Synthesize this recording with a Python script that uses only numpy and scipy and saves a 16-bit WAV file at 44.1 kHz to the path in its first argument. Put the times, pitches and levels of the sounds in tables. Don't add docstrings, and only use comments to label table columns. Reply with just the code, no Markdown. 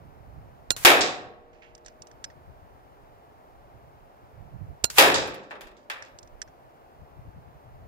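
import sys
import numpy as np
from scipy import signal
from scipy.fft import rfft, irfft, next_fast_len
from scipy.io import wavfile
from scipy.ndimage import uniform_filter1d

SR = 44100
rng = np.random.default_rng(int(sys.argv[2]) if len(sys.argv) > 2 else 0)


def rack_gain(trim_db):
    fader = np.asarray(trim_db, float)
    return 10 ** (fader / 20)


def persist_wave(psi):
    counts = np.round(np.clip(psi, -1, 1) * 32767).astype(np.int16)
    wavfile.write(sys.argv[1], SR, np.atleast_2d(counts).T)


N = 347067

# (time [s], level [dB], burst t60 [s], air-tube ring [dB])
SHOT_BLOWS = [(0.7045, -21, 0.012, -72), (0.7055, -8, 0.022, -59.5), (0.7154, -27, .012, -22),
              (4.8399, -16, .01, -69), (4.8424, -3.5, 0.017, -56.5), (4.8517, -24.5, .012, -22.5)]
# (frequency [Hz], density [dB])
BLAST_SPECTRUM = [(35, -42), (60, -6), (1510, -2), (2140, -7), (3940, 0), (6280, -1.5), (7940, -1.5),
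                  (10300, -21.5), (14900, -13.5), (16000, -28.5)]
# (frequency [Hz], level [dB], t60 [s])
AIR_TUBE_MODES = [(1421, -9, 0.046), (2767, -10, 0.045), (4151, -8, 0.1), (5480, -14, 0.059),
                  (6864, -2, 0.051), (8226, -9, 0.04), (9507, 0, 0.028), (11000, -31, 0.053),
                  (12530, -16, 0.056), (13960, -15, 0.035)]
# (frequency [Hz], width [Hz], level offset [dB])
BODY_THUMP = (43, 260, 20)

# (time [s], level [dB], knock offset from click [dB])
BOLT_CLICKS = [(1.7498, -42.5, -30), (1.778, -53.5, -13), (1.8604, -37.5, -9), (1.8816, -45, -5),
               (2.0199, -36.5, -32), (2.0692, -43.5, -22), (2.1129, -51.5, -1), (2.2406, -27.5, -4),
               (2.2466, -39, -6), (6.0228, -41.5, 5), (6.0484, -50.5, -3), (6.1864, -36.5, -26),
               (6.2286, -45.5, -13), (6.274, -54, -9.5), (6.4164, -28.5, -5.5), (6.4217, -39.5, -3)]
# (frequency [Hz], width [Hz], level [dB])
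ACTION_MODES = [(5750, 1130, 3), (7200, 920, -10), (3680, 3000, -9.5)]
# (frequency [Hz], offset from knock [dB], t60 [s])
LATCH_RING = (5200, -20, .15)
CLICK_T60_S, KNOCK_HZ, KNOCK_WIDTH_HZ = 0.022, 1760, 750

# (time [s], dull [dB], bright [dB], fade t60 [s])
SLIDE_STROKES = [(1.529, -63.5, -72, 0.53), (1.619, -51.5, -68, .35), (1.846, -71, -55, .05),
                 (1.868, -55, -55, 0.12), (5.765, -63, -71, .2), (6.03, -58, -57, 0.12)]
CATCH_S = 0.0032

# (start [s], arrival [s], low rush [dB], high hiss [dB], rush swell on arrival [dB])
PELLET_FLIGHTS = [(0.764, .843, -52.5, -46.5, 14.5), (4.9, 4.981, -58.5, -50.5, 45)]
PUFF_DB, PUFF_S, SWELL_S = 11.5, 0.03, 0.017
HISS_SHARE = 0.68

# (time [s], level [dB], tilt [dB/octave], bass loss [dB/octave], decay stretch [ratio])
TRAP_BLOWS = [(.849, 4, 0.5, 2.06, 1.115), (4.983, 1.5, 1, 0.73, 1.225), (5.272, -50, 4.5, -3, 0.51),
              (5.342, -44.5, 2, 6, 0.34), (5.5085, -26.5, -7.5, 3, 0.78), (5.552, -44, -6, 10, 0.35),
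              (5.609, -41.5, 1.5, 4, 0.78), (5.670, -55, 1.5, 10, 0.24), (5.712, -69, 1, 10, 0.26),
              (5.899, -28.5, -3.5, 10, 0.84)]
# (frequency [Hz], level [dB])
TRAP_SPECTRUM = [(60, -39), (170, -11), (250, -14.5), (340, -3), (560, -2.5), (800, -1.5), (1050, -7),
                 (1400, -3.5), (2800, -6), (5000, -14.5), (9000, -21.5), (13000, -19.5), (16500, -30.5)]
# (frequency [Hz], t60 [s])
TRAP_DECAY = [(150, 0.83), (350, .75), (700, 0.57), (1400, 0.58), (2800, 0.45), (5600, 0.32), (9000, .3),
              (14000, 0.26)]
# (frequency [Hz], correlation [-1 to 1])
TRAP_CORRELATION = [(60, 0.17), (130, 0.33), (290, 0.72), (640, 0.56), (1410, -0.36), (3100, -0.08),
                    (6820, 0.05), (15000, -0.05)]
# (frequency [Hz], t60 [s], level before second pellet [dB], level from it on [dB])
PANEL_MODES = [(280, 0.7, -44, -52), (349, 2.6, -60, -58), (351, 0.46, -26.5, -36), (394, .5, -36, -42),
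               (474, 2.1, -49.5, -59.5), (512, 1.0, -39, -38), (532, .9, -44, -29), (587, 2.8, -66, -55),
               (619, 2.8, -56, -62), (711, 1.0, -36.5, -40), (726, 0.81, -30, -40.5),
               (773, 1.1, -41, -50.5), (766, 0.74, -30.5, -36), (880, .5, -38, -36), (1104, 1.0, -41, -59)]
PELLET_CRACK_DB, SCRAP_CRACK_DB = 1.5, 5

# (time [s], flutter [dB], left-right difference [dB])
GUST_CURVE = [(0, -47, -13), (.17, -54, -7), (.36, -47, -7), (.7, -56, -1), (.95, -51, -2),
              (1.56, -66.5, -3), (2.1, -62.5, 6), (2.5, -53.5, 4), (2.75, -60, 0), (3.4, -63, -3.5),
              (3.81, -54, -4), (4.15, -63, 0), (4.47, -48, -12.5), (4.72, -44, -8), (4.82, -66, 0),
              (5.14, -40, -13), (5.24, -43, 10), (5.42, -67, -4), (5.7, -70, -2.5), (6.3, -60.5, -4.5),
              (6.85, -64, 0), (7.26, -49, 5), (7.6, -57, 0.5), (7.87, -48, 4)]
DEEP_DB, DEEP_FOLLOWS, DEEP_WANDER_DB = -62, 0.45, 4.5
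HARD_DB, HARD_FOLLOWS = -76, 1.3

# (frequency [Hz], density [dB])
ROAD_SPECTRUM = [(71, -29.5), (120, -14), (157, -15), (261, -6), (324, -6.5), (410, -4), (482, -5),
                 (718, -0.5), (1070, -8), (1840, -18), (3520, -29.5), (9000, -45.5), (11700, -74.5),
                 (19800, -120)]
# (frequency [Hz], density [dB])
HISS_SPECTRUM = [(2000, -14.5), (5000, -2), (8500, -7.5), (12500, -2.5), (15500, 0.5)]
ROAD_DB, HISS_DB = -56.5, -71.5

TO_TRAP_S, TO_RIFLE_S = 0.0592, 0.159


def in_time(rows):
    s, *columns = np.transpose(rows)
    return [np.interp(np.arange(N) / SR, s, c) for c in columns]


def at_hz(points, hz):
    return np.interp(np.log(hz), np.log(np.array(points)[:, 0]), np.array(points)[:, 1])


def rms_one(x):
    return x / np.sqrt(np.mean(x ** 2) + 1e-20)


def coloured(x, spectrum):
    size = next_fast_len(N)
    gain = rack_gain(at_hz(spectrum, np.maximum(np.fft.rfftfreq(size, 1 / SR), 1)))
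    return irfft(rfft(x, size) * rms_one(gain), size)[..., :N]


def band(x, low_hz, high_hz):
    edges_hz = [low_hz, min(high_hz, SR / 2 - 1000)]
    return signal.sosfilt(signal.butter(2, edges_hz, "band", fs=SR, output="sos"), x)


def noise_band(low_hz, high_hz, channels):
    white = rng.standard_normal((channels, N))
    return rms_one(band(band(white, low_hz, high_hz), low_hz, high_hz))


def late(x, seconds):
    lag = max(round(seconds * SR), 0)
    return np.concatenate([np.zeros(x.shape[:-1] + (lag,)), x[..., :N - lag]], axis=-1)


def clicks(times_s, db):
    out = np.full(N, 1e-18)
    out[(np.asarray(times_s) * SR).astype(int)] += rack_gain(db)
    return out


def ring(x, hz, t60_s):
    r, w = rack_gain(-60 / (t60_s * SR)), 2 * np.pi * hz / SR
    return signal.lfilter([0, np.sin(w)], [1, -2 * r * np.cos(w), r * r], x)


def resonance(x, hz, width_hz):
    r = np.exp(-np.pi * width_hz / SR)
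    feedback = [1, -2 * r * np.cos(2 * np.pi * hz / SR), r * r]
    return signal.lfilter([(1 - r * r) / 2, 0, (r * r - 1) / 2], feedback, x)


def bursts(times_s, db, t60_s):
    t, out = np.arange(N) / SR, np.zeros(N)
    for s, level_db, fade_s in zip(times_s, db, t60_s):
        after = slice(int(s * SR), int((s + 2 * abs(fade_s)) * SR))
        out[after] += rack_gain(level_db - 60 * (t[after] - s) / abs(fade_s))
    return out


def scattered(x, length_s, t60_s):
    n = int(length_s * SR)
    tail = rng.standard_normal((2, n)) * rack_gain(-60 * np.arange(n) / SR / t60_s)
    return signal.fftconvolve(x, tail, axes=1)[:, :N]


def shots():
    s, level_db, t60_s, tube_db = np.transpose(SHOT_BLOWS)
    white = rng.standard_normal((2, N))
    blast = rack_gain(-1) * coloured(bursts(s, level_db, t60_s) * white, BLAST_SPECTRUM)
    tube = sum(ring(clicks(s, tube_db + db), hz, fade_s) for hz, db, fade_s in AIR_TUBE_MODES)
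    thump_hz, thump_width_hz, thump_db = BODY_THUMP
    thump = resonance(clicks(s, level_db + thump_db), thump_hz, thump_width_hz)
    return blast + (tube + thump) * [[1], [0]]


def bolt():
    s, level_db, knock_offset_db = np.transpose(BOLT_CLICKS)
    knock_db = level_db + knock_offset_db
    t60_s = np.full(len(s), CLICK_T60_S)
    grit = rng.standard_normal((2, N)) * rack_gain(2.0 * rng.exponential(1, N))
    seat = uniform_filter1d(bursts(s + 0.00081, level_db + 5.5, t60_s), int(0.0014 * SR))
    click = sum(rack_gain(db) * resonance(grit * seat, hz, width_hz) for hz, width_hz, db in ACTION_MODES)
    click = band(band(click, 2500, 8800), 1800, 8700)
    knock = resonance(grit * bursts(s, knock_db + 16.0, t60_s), KNOCK_HZ, KNOCK_WIDTH_HZ)
    knock = band(knock, 1400, 2100)
    latch_hz, latch_db, latch_t60_s = LATCH_RING
    return click + knock + ring(clicks(s, knock_db + latch_db), latch_hz, latch_t60_s)


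def slide():
    s, dull_db, bright_db, t60_s = np.transpose(SLIDE_STROKES)
    grain = rack_gain(1.9 * noise_band(40, 430, channels=1))
    catch = max(int(CATCH_S * SR), 1)
    dull = uniform_filter1d(bursts(s + CATCH_S / 2, dull_db, t60_s), catch)
    bright = uniform_filter1d(bursts(s + CATCH_S / 2, bright_db, t60_s), catch)
    friction = dull * noise_band(1400, 3100, channels=2) + bright * noise_band(3600, 7000, channels=2)
    return grain * friction


def flight(t, start_s, arrival_s, rush_db, hiss_db, swell_db):
    flying = (t >= start_s) & (t < arrival_s)
    puff_db = PUFF_DB * np.exp(-np.abs(t - start_s) / PUFF_S)
    shape_db = puff_db + swell_db * np.exp(-np.abs(arrival_s - t) / SWELL_S)
    return flying * rack_gain(rush_db + shape_db), flying * rack_gain(hiss_db + HISS_SHARE * shape_db)


def pellet():
    t = np.arange(N) / SR
    rush, hiss = np.sum([flight(t, *row) for row in PELLET_FLIGHTS], axis=0)
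    return rush * noise_band(700, 3500, channels=2) + hiss * noise_band(3100, 16000, channels=2)


def trap():
    s, level_db, tilt, bass_loss, stretch = np.transpose(TRAP_BLOWS)
    crack_db = np.where(level_db > -15, PELLET_CRACK_DB, SCRAP_CRACK_DB)
    crack_t60_s = np.full(len(s), 0.07)
    edges_hz, out = 90 * 2 ** np.arange(0, 7.7, 1 / 2), 0
    rattle = rack_gain(1.5 * noise_band(25, 250, channels=1))
    white = rng.standard_normal((2, 2, N)) * rattle
    for k, (low, high) in enumerate(zip(edges_hz, edges_hz[1:])):
        hz = np.sqrt(low * high)
        mid, side = band(band(white[k % 2], low, high), low, high)
        alike = np.clip(at_hz(TRAP_CORRELATION, hz), -1, 1)
        octaves = np.log2(hz / 1400)
        db = level_db + at_hz(TRAP_SPECTRUM, hz) + tilt * max(octaves, 0) + bass_loss * min(octaves, 0)
        lag = np.exp(-hz / 8.3 / SR)
        decay = bursts(s, db, stretch * at_hz(TRAP_DECAY, hz))
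        fill = signal.lfilter([1 - lag], [1, -lag], decay + 1e-18)
        crack = bursts(s, db + crack_db + 1.9 * min(octaves, 0), crack_t60_s)
        stereo = np.sqrt(1 + alike) * mid + np.sqrt(1 - alike) * side * [[1], [-1]]
        out = out + (fill + crack) * stereo
    from_second = s >= s[1]
    panels = 0
    for hz, t60_s, first_db, second_db in PANEL_MODES:
        panel_db = np.where(from_second, second_db, first_db)
        panels = panels + ring(clicks(s, level_db - bass_loss + panel_db), hz, t60_s)
    push = resonance(clicks(s, level_db - 3 * bass_loss), 230, 500)
    return rack_gain(12.5) * out + rack_gain(19.0) * panels - rack_gain(28) * push


def wind():
    flutter_db, pan_db = in_time(GUST_CURVE)
    swing_db = flutter_db - np.mean(flutter_db)
    lumps = rack_gain(3.5 * noise_band(3, 14, channels=2))
    deep_db = DEEP_DB + DEEP_FOLLOWS * swing_db + DEEP_WANDER_DB * noise_band(1, 4, channels=2)
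    hard_db = HARD_DB + HARD_FOLLOWS * swing_db
    deep = rack_gain(deep_db) * np.sqrt(lumps) * noise_band(21, 70, channels=2)
    flutter = rack_gain(flutter_db) * lumps * noise_band(53, 160, channels=2)
    hard = rack_gain(hard_db) * lumps * noise_band(140, 320, channels=2)
    return (deep + flutter + hard) * rack_gain(np.clip(pan_db, -12, 12) / 2 * [[1], [-1]])


def road(level_db, alike):
    shared, left, right = coloured(rng.standard_normal((3, N)), ROAD_SPECTRUM)
    alike = np.clip(alike, 0, 1)
    common = np.array([shared, late(shared, 0.00042)])
    return rack_gain(level_db) * (alike * common + np.sqrt(1 - alike ** 2) * np.array([left, right]))


def amplifier_hiss():
    return rack_gain(HISS_DB) * coloured(rng.standard_normal((2, N)), HISS_SPECTRUM)


def from_right(x, lag_s, left_db):
    left = rack_gain(left_db) * late(0.75 * x[0] + 0.66 * x[1], lag_s)
    return np.array([left, x[0]]) * rack_gain(2.5)


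def rifle_at_trap(shot, handling):
    muzzle_side = rack_gain(-22) * shot + rack_gain(-25) * band(handling, 1000, 4800)
    far = muzzle_side + rack_gain(-23.5) * scattered(muzzle_side, length_s=0.1, t60_s=0.064)
    return late(far, TO_TRAP_S)


def trap_at_rifle(box):
    far = band(band(late(box, TO_RIFLE_S), 3780, 9000), 2330, 8400)
    far = signal.sosfilt(signal.butter(6, 8700, fs=SR, output="sos"), far)
    return rack_gain([[-24], [-21]]) * (far + rack_gain(-36.5) * scattered(far, length_s=0.5, t60_s=0.23))


def turn_down(x, from_db, share, most_db, release_db_s, smooth_s):
    power = uniform_filter1d(np.mean(x ** 2, axis=0), max(int(smooth_s * SR), 1))
    level_db = 10 * np.log10(power + 1e-14)
    ramp_db = release_db_s * np.arange(N) / SR
    held_db = np.maximum.accumulate(level_db + ramp_db) - ramp_db
    return x * rack_gain(-np.clip(share * (held_db - from_db), 0, most_db))


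def scene():
    shot, handling, box = shots(), bolt() + slide(), trap()
    hiss = amplifier_hiss()
    by_trap = box + pellet() + rifle_at_trap(shot, handling) + road(ROAD_DB, alike=0.64) + hiss
    by_trap = turn_down(by_trap, from_db=-21.0, share=0.86, most_db=12, release_db_s=28.0, smooth_s=0.0023)
    by_rifle = from_right(shot + handling, lag_s=0.00022, left_db=-8.5) + trap_at_rifle(box)
    by_rifle = by_rifle + road(ROAD_DB - 0.1, alike=0.8)
    by_rifle = by_rifle + rack_gain(-10.5) * hiss[::-1, ::-1]
    return by_trap + by_rifle + wind()


def roll_off(x):
    return signal.sosfilt(signal.butter(12, 17000, fs=SR, output="sos"), x)


def record(dry):
    limited = turn_down(dry, from_db=-6.5, share=0.6, most_db=15, release_db_s=152.5, smooth_s=0.012)
    rounded = np.tanh(limited / 1.098)
    finished = signal.sosfilt(signal.cheby2(12, 70, 16800, fs=SR, output="sos"), rounded)
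    return roll_off(finished)


dry = scene()
out = record(dry)
persist_wave(out)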